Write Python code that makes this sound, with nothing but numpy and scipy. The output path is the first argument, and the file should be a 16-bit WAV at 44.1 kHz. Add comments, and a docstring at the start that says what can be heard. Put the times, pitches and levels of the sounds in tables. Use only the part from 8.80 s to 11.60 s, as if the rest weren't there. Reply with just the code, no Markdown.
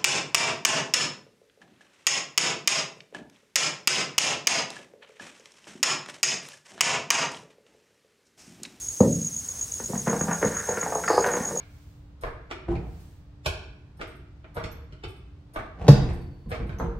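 """In a small, echoing space with a soft hiss, hands break a chalk ball with a dull thump, then crush the halves.
Cracks and falling crumbs are noise pulses that ring the resonances of hands, chalk and heap, with powdery hiss.
Decaying noise makes the boom of the split, and a band of grainy noise makes a brief high rustle.
A cricket chirps steadily close by and others trill further off: short sine bursts that sag in pitch.
"""
import sys
import numpy as np
from scipy import signal
from scipy.fft import rfft, irfft, next_fast_len
from scipy.io import wavfile

SR = 44100
rng = np.random.default_rng(int(sys.argv[2]) if len(sys.argv) > 2 else 0)


def wav_record(signal):
    """Record a signal, one row per channel, as 16-bit PCM in the file named by sys.argv[1]."""
    frames = np.transpose(np.atleast_2d(signal))
    bounded = np.clip(frames, -1, 1)
    # unit amplitude maps onto the largest positive 16-bit level
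    quanta = np.round(bounded * 32767).astype(np.int16)
    wavfile.write(sys.argv[1], SR, quanta)


N = 123479  # length in samples

# Separate cracks: t/s, then relative level/dB of dust, thud, knock, crunch, crisp
CRACKS = [(0.201, -2, -7, -15.5, -28, -59), (0.997, -27, -48, -44, -46.5, -50.5),
          (1.095, -17, -32, -33.5, -51, -56), (1.13, -17, -27.5, -46, -33.5, -48),
          (1.151, -23, -33, -54, -41.5, -43), (1.268, -10, -21, -29, -27.5, -37),
          (1.327, -6, -28.5, -30, -25.5, -41), (1.407, -15, -25, -28.5, -32, -33),
          (1.48, -22.5, -30, -33, -34.5, -33), (1.509, -12, -33, -35, -33, -36),
          (1.625, -35, -24, -20, -27, -25), (1.654, 2, -23, -35, -33, -39),
          (1.885, -5, -28.5, -26.5, -28.5, -41), (1.919, -23, -39, -24.5, -47, -47.5),
          (1.969, -1, -42, -30.5, -34.5, -32), (2.026, -17.5, -38.5, -38, -33.5, -30.5),
          (2.059, -17, -58, -47, -29, -38), (2.119, -9, -49, -39, -29.5, -40.5),
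          (2.151, -15, -44, -27, -24, -49), (2.235, -14, -48, -44, -37, -28.5),
          (2.276, -16, -44, -46, -36, -24.5), (2.298, -3, -60, -21, -21.5, -38),
          (2.375, -4, -29.5, -20, -17, -37), (2.441, -8, -63, -24, -28, -22),
          (2.459, 8, -60, -37, -30.5, -34.5), (2.485, -9, -48, -35, -44, -29.5),
          (2.534, -18.5, -49, -26.5, -43, -32), (2.565, 3, -31, -30, -35, -33),
          (2.599, -36, -29, -47, -43, -42), (2.707, -22, -46, -33.5, -39, -53),
          (2.759, -27, -51, -45, -37, -56)]
# Stream of falling crumbs: t/s, then relative level/dB of thud, knock, crunch, crisp
CRUMBLE = [(0.6, -62.5, -73, -76, -75), (0.62, -57, -71, -66, -56.5), (0.75, -61, -59, -52.5, -55.5),
           (0.98, -62, -64, -74, -63.5), (1.0, -46, -57, -53, -42), (1.07, -52, -73, -75, -76),
           (1.09, -34, -37, -51, -58), (1.15, -35, -40.5, -40, -46.5), (1.25, -43, -54, -66, -61),
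           (1.27, -40.5, -25.5, -34.5, -26.5), (1.45, -34, -44, -38.5, -50.5),
           (1.51, -26, -46, -24.5, -27.5), (1.6, -54, -40, -47.5, -48), (1.63, -22, -19, -25, -27),
           (1.68, -33.5, -35.5, -40.5, -40.5), (1.79, -43, -42, -48.5, -34), (1.87, -55, -47, -41, -40.5),
           (1.88, -39, -33, -37, -34.5), (2.04, -43, -40.5, -42, -36), (2.18, -48, -31, -31.5, -42.5),
           (2.27, -38, -42, -45, -42), (2.29, -62, -29.5, -25, -31), (2.39, -31, -21.5, -24, -35),
           (2.42, -50, -52, -58, -35), (2.44, -37.5, -29, -28, -31.5), (2.64, -37, -39, -35, -37.5),
           (2.77, -41.5, -30, -46.5, -48.5), (2.8, -50, -49, -43, -62)]
# Resonances of hands, chalk and heap, grouped as thud, knock, crunch, crisp: f/Hz, width/Hz, relative level/dB
BODY = [
    [(90, 50, -9.5), (164.6, 42, 0.5), (225, 54.7, 0.5), (290, 60, -8)],
    [(356, 110, 1), (478, 97, 8), (609, 136, 1)],
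    [(694.4, 187, 6.5), (952, 165, 5.5), (1232, 167, 2)],
    [(1404, 276, 4), (1845, 129, 3.5), (1990, 254, -2)],
]
# Boom as the ball splits, one row per resonance group: level/dB, time to fall 60 dB: t60/s
BOOM = [(-18, 0.66), (-25.5, 0.42), (-38.5, 0.17), (-51, .2)]
# Brief high rustle: t/s, level/dB
RUSTLE = [(2.25, -66), (2.28, -42), (2.4, -42), (2.46, -67.5), (2.8, -62)]
# Echo of the space: f/Hz, time to fall 60 dB: t60/s
ROOM = [(60, .7), (170, .4), (480, .35), (1000, .2), (2500, 0.31), (7000, .15)]
# Chirps of the near cricket: t/s, main level/dB, lead-in stroke level/dB
CHIRPS = [(0.0857, -20.5, -35), (0.2064, -20, -30), (0.327, -21, -29), (0.4466, -21, -26),
          (0.5648, -20.5, -30), (0.687, -21, -36), (0.8124, -19.5, -28), (0.9383, -23, -25),
          (1.0593, -22.5, -25), (1.1778, -22, -34), (1.2968, -21, -32), (1.4123, -19, -28),
          (1.5304, -19, -28.5), (1.6495, -20.5, -29.5), (1.7683, -20.5, -28), (1.891, -21.5, -29),
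          (2.0128, -20, -34), (2.1498, -23, -32.5), (2.283, -21, -27.5), (2.4074, -20.5, -30),
          (2.534, -22, -26), (2.6528, -21, -29), (2.7737, -20, -28)]
# Lead-in stroke: t/s after the chirp time, length/s, sag/Hz
LEAD_IN = (-.021, .009, 500)
# Main stroke and its drawn-out aftersound: t/s after the chirp time, length/s, level/dB over the chirp, sag/Hz
STROKES = [(-.002, 0.0091, -0.5, 700), (.011, .018, -8.5, 100), (.022, .019, -11, 200),
           (.06, .02, -22, 200)]
# Pitches of the far crickets, one each: f/Hz
CHORUS_HZ = (6340, 6440, 6500, 6670)
# Tone colour of the background hiss: f/Hz, relative level/dB per Hz
HISS = [(18, -52.5), (30, -39), (50, -7.5), (127, -9), (160, -17.5), (450, -22.5), (900, -27.5),
        (2000, -29), (2800, -30), (4500, -27), (5800, -18.5), (7300, -18), (9800, -19.5), (10200, -23.5),
        (11500, -24), (11900, -28.5), (16000, -28.5)]
# Slow swell of the hiss: t/s, relative level/dB
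AIR = [(0.0, -45.5), (0.6, -46.5), (1.04, -45), (2.34, -45.5), (2.5, -45), (2.8, -46.5)]
# How alike left and right are in the hiss: f/Hz, likeness (1 = same)
ALIKE = [(60, 1), (270, 0.99), (740, 0.4), (2000, 0.29), (3300, 0.24), (6000, 0.82), (9000, 0.47),
         (15000, 0.089)]

CRACK_DELAY_S = .003  # each crack sounds this long after its listed time
CRACK_DB, SPLINTERS_DB = 25, -9  # a crack sets off a short burst of splinters
SPLINTERS_S = 0.0069  # the splinters fall 9 dB in this time
GRAINS_PER_S, GRAIN_SPREAD_DB, CRUMBLE_DB = 1600, 2.5, -4.5
POWDER_HZ, POWDER_DB, POWDER_T60_S = 3000, -36, .151  # hiss above this frequency at each crack
BOOM_S, BOOM_HOLD_S = .212, 0.038  # start, and time before it dies away
RUSTLE_HZ, RUSTLE_WIDTH_HZ = 4850, 730
WING_HZ, SAG_POWER = 6675, 6  # a high power keeps the pitch drop at the very end of a stroke
STROKE_SCATTER_DB, STROKE_SCATTER_S = 1.5, .001
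CHORUS_PER_S, CHORUS_SPREAD_HZ, CHORUS_SAG_HZ, CHORUS_DB = 96, 8, 200, -40.5
HISS_DB = -41
ROOM_DB, CRICKET_WET_DB = 7, 3  # echo level for the hands and for the near cricket
WIDTH_DB, CRICKET_WIDTH_DB = -18, -9  # left-right difference fed to the echo, hands and cricket
TOP_HZ = 15840


def amp(db):
    """Turn decibels into a plain factor."""
    return 10 ** (np.asarray(db) / 20)


def unit(x):
    """Scale to an average (RMS) level of 1."""
    return x / np.sqrt(np.mean(x ** 2) + 1e-20)


def along(points, hz):
    """Read a curve of (f/Hz, value) points on a log frequency axis."""
    f, v = np.transpose(points)
    return np.interp(np.log(hz + 1), np.log(f + 1), v)


def over_time(points, **ends):
    """Read a curve of (t/s, value) points at every sample."""
    return np.interp(np.arange(N) / SR, *np.transpose(points), **ends)


def filtered(x, response):
    """Multiply the spectrum of x by a complex response of frequency."""
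    m = next_fast_len(N + SR // 2)
    return irfft(rfft(x, m) * response(np.fft.rfftfreq(m, 1 / SR)), m)[..., :N]


def ring(modes):
    """Resonances that ring after each push, with steep skirts; white noise keeps its level."""
    low_hz, high_hz = .6 * modes[0][0], 1.2 * modes[-1][0]

    def response(f):
        # neighbouring resonances have opposite signs
        peaks = sum((-1) ** k * amp(db) * 1j * f * width / (hz * hz - f * f + 1j * f * width)
                    for k, (hz, width, db) in enumerate(modes))
        low_cut = 1j * f / (low_hz + 1j * f)
        high_cut = 1 / (1 - np.square(f / high_hz) + np.sqrt(2) * 1j * f / high_hz)
        steep = peaks * np.square(low_cut * high_cut)
        return steep / np.sqrt(np.mean(abs(steep) ** 2))

    return response


def chalk():
    """Cracks and a stream of crumbs excite four groups of resonances; powder hisses at each crack."""
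    s = np.arange(SR // 16) / SR
    sizes = amp(GRAIN_SPREAD_DB * rng.exponential(size=N)) * rng.choice([-1, 1], N)
    grains = unit(sizes * (rng.random(N) < GRAINS_PER_S / SR))
    at, *flow_db = np.transpose(CRUMBLE)
    pushes, powder = np.zeros((4, N + len(s))), np.zeros(N + len(s))
    for push, db in zip(pushes, flow_db):
        level_db = over_time(np.transpose([at, db]), left=db[0] - 30)
        push[:N] = grains * amp(CRUMBLE_DB + level_db)
    for at, dust_db, *levels_db in CRACKS:
        i = round((at + CRACK_DELAY_S) * SR)
        sparse = rng.standard_normal(len(s)) * (rng.random(len(s)) < .03)
        burst = amp(SPLINTERS_DB - 9 * s / SPLINTERS_S) * sparse
        burst[0] = -1  # the crack itself
        pushes[:, i:][:, :len(s)] += amp(np.add(levels_db, CRACK_DB))[:, None] * burst
        fade = amp(dust_db + POWDER_DB - 60 * s / POWDER_T60_S)
        powder[i:][:len(s)] += fade * rng.standard_normal(len(s))
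    dust = filtered(powder[:N], lambda f: (1j * f / (POWDER_HZ + 1j * f)) ** 2 / (1 + 1j * f / 8000) ** 2)
    return dust + sum(filtered(push[:N], ring(modes)) for push, modes in zip(pushes, BODY))


def boom():
    """Noise in the same resonances holds, then dies away; the lowest group lasts longest."""
    t = np.arange(N) / SR - BOOM_S
    noise = rng.standard_normal(N) * (t > 0)
    dying_s = np.maximum(t - BOOM_HOLD_S, 0)
    return sum(filtered(noise * amp(db - 60 * dying_s / t60), ring(modes))
               for (db, t60), modes in zip(BOOM, BODY))


def rustle():
    """Sparse random clicks, narrowed to one high band, make a grainy noise."""
    clicks = rng.standard_normal(N) * (rng.random(N) < .05)
    band = filtered(clicks, lambda f: 1 / (1 + ((f - RUSTLE_HZ) / RUSTLE_WIDTH_HZ) ** 2) ** 2)
    return amp(over_time(RUSTLE, left=-90)) * unit(band)


def strokes(rows):
    """Each wing stroke (t/s, length/s, level/dB, f/Hz, sag/Hz) is a sine burst that sags at its end."""
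    out = np.zeros(N + 2 * SR)  # a spare second at both ends
    for at, length, db, hz, sag_hz in rows:
        i = round(at * SR)
        u = np.arange(round(length * SR)) / (length * SR)  # 0 to 1 through the stroke
        phase = 2 * np.pi * (np.cumsum(hz - sag_hz * u ** SAG_POWER) + i * hz) / SR
        out[i + SR:][:len(u)] += amp(db) * np.sin(np.pi * u) * np.sin(phase)
    return out[SR:SR + N]


def cricket():
    """Every chirp plays a lead-in and the same wing strokes, the later ones a little varied."""
    rows = []
    lead_lag, lead_length, lead_sag = LEAD_IN
    for at, chirp_db, lead_db in CHIRPS:
        rows.append((at + lead_lag, lead_length, lead_db, WING_HZ, lead_sag))
        for k, (lag, length, db, sag) in enumerate(STROKES):
            late, louder = rng.standard_normal(2) * (k > 0)  # the main stroke stays exact
            rows.append((at + lag + STROKE_SCATTER_S * late, length,
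                         chirp_db + db + STROKE_SCATTER_DB * louder, WING_HZ, sag))
    return strokes(rows)


def chorus():
    """Far crickets: wing strokes at random times overlap, the louder ones a touch higher in pitch."""
    rows = []
    for when, long, loud, who in rng.random((round(CHORUS_PER_S * N / SR), 4)):
        hz = CHORUS_HZ[int(len(CHORUS_HZ) * who)] + CHORUS_SPREAD_HZ * loud
        rows.append((when * N / SR, .008 + .012 * long, 6 * loud, hz, CHORUS_SAG_HZ))
    return amp(CHORUS_DB) * unit(strokes(rows))


def room(x):
    """Echo: each frequency dies at its own speed; the noise tail differs every third of a second."""
    out, step = np.zeros(N + 2 * SR), SR // 3
    for i in range(0, N, step):
        hz, t, z = signal.stft(rng.standard_normal(SR // 2), SR, nperseg=512)
        t60 = along(ROOM, hz)[:, None]
        tail = signal.istft(z * amp(-60 * t / t60) / np.sqrt(t60 * SR), SR, nperseg=512)[1]
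        wet = signal.fftconvolve(x[i:i + step], tail)
        out[i + 250:][:len(wet)] += wet  # the echo starts 250 samples late
    return out[:N]


def hiss():
    """Background noise, shared between left and right by frequency; it swells a little."""
    def mid_and_side(hz):
        turn = np.arccos(np.clip(along(ALIKE, hz), -1, 1)) / 2
        return amp(along(HISS, hz)) * [np.cos(turn), np.sin(turn)]

    mid, side = filtered(rng.standard_normal((2, N)), mid_and_side)
    swell_db = over_time(AIR)
    return amp(HISS_DB + swell_db - swell_db.mean()) * unit(np.array([mid + side, mid - side]))


def scene():
    """Direct sounds sit in the middle; the echo and the hiss spread left and right."""
    hands, insect = chalk() + rustle(), cricket()
    echo = room(amp(ROOM_DB) * hands + amp(CRICKET_WET_DB) * insect)
    mid = hands + boom() + insect + chorus() + echo
    side = room(amp(WIDTH_DB) * hands + amp(CRICKET_WIDTH_DB) * insect)
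    return np.array([mid + side, mid - side]) + hiss()


def record(dry):
    """Keep nothing above the band limit."""
    return filtered(dry, lambda hz: hz < TOP_HZ)


dry = scene()
out = record(dry)
wav_record(out)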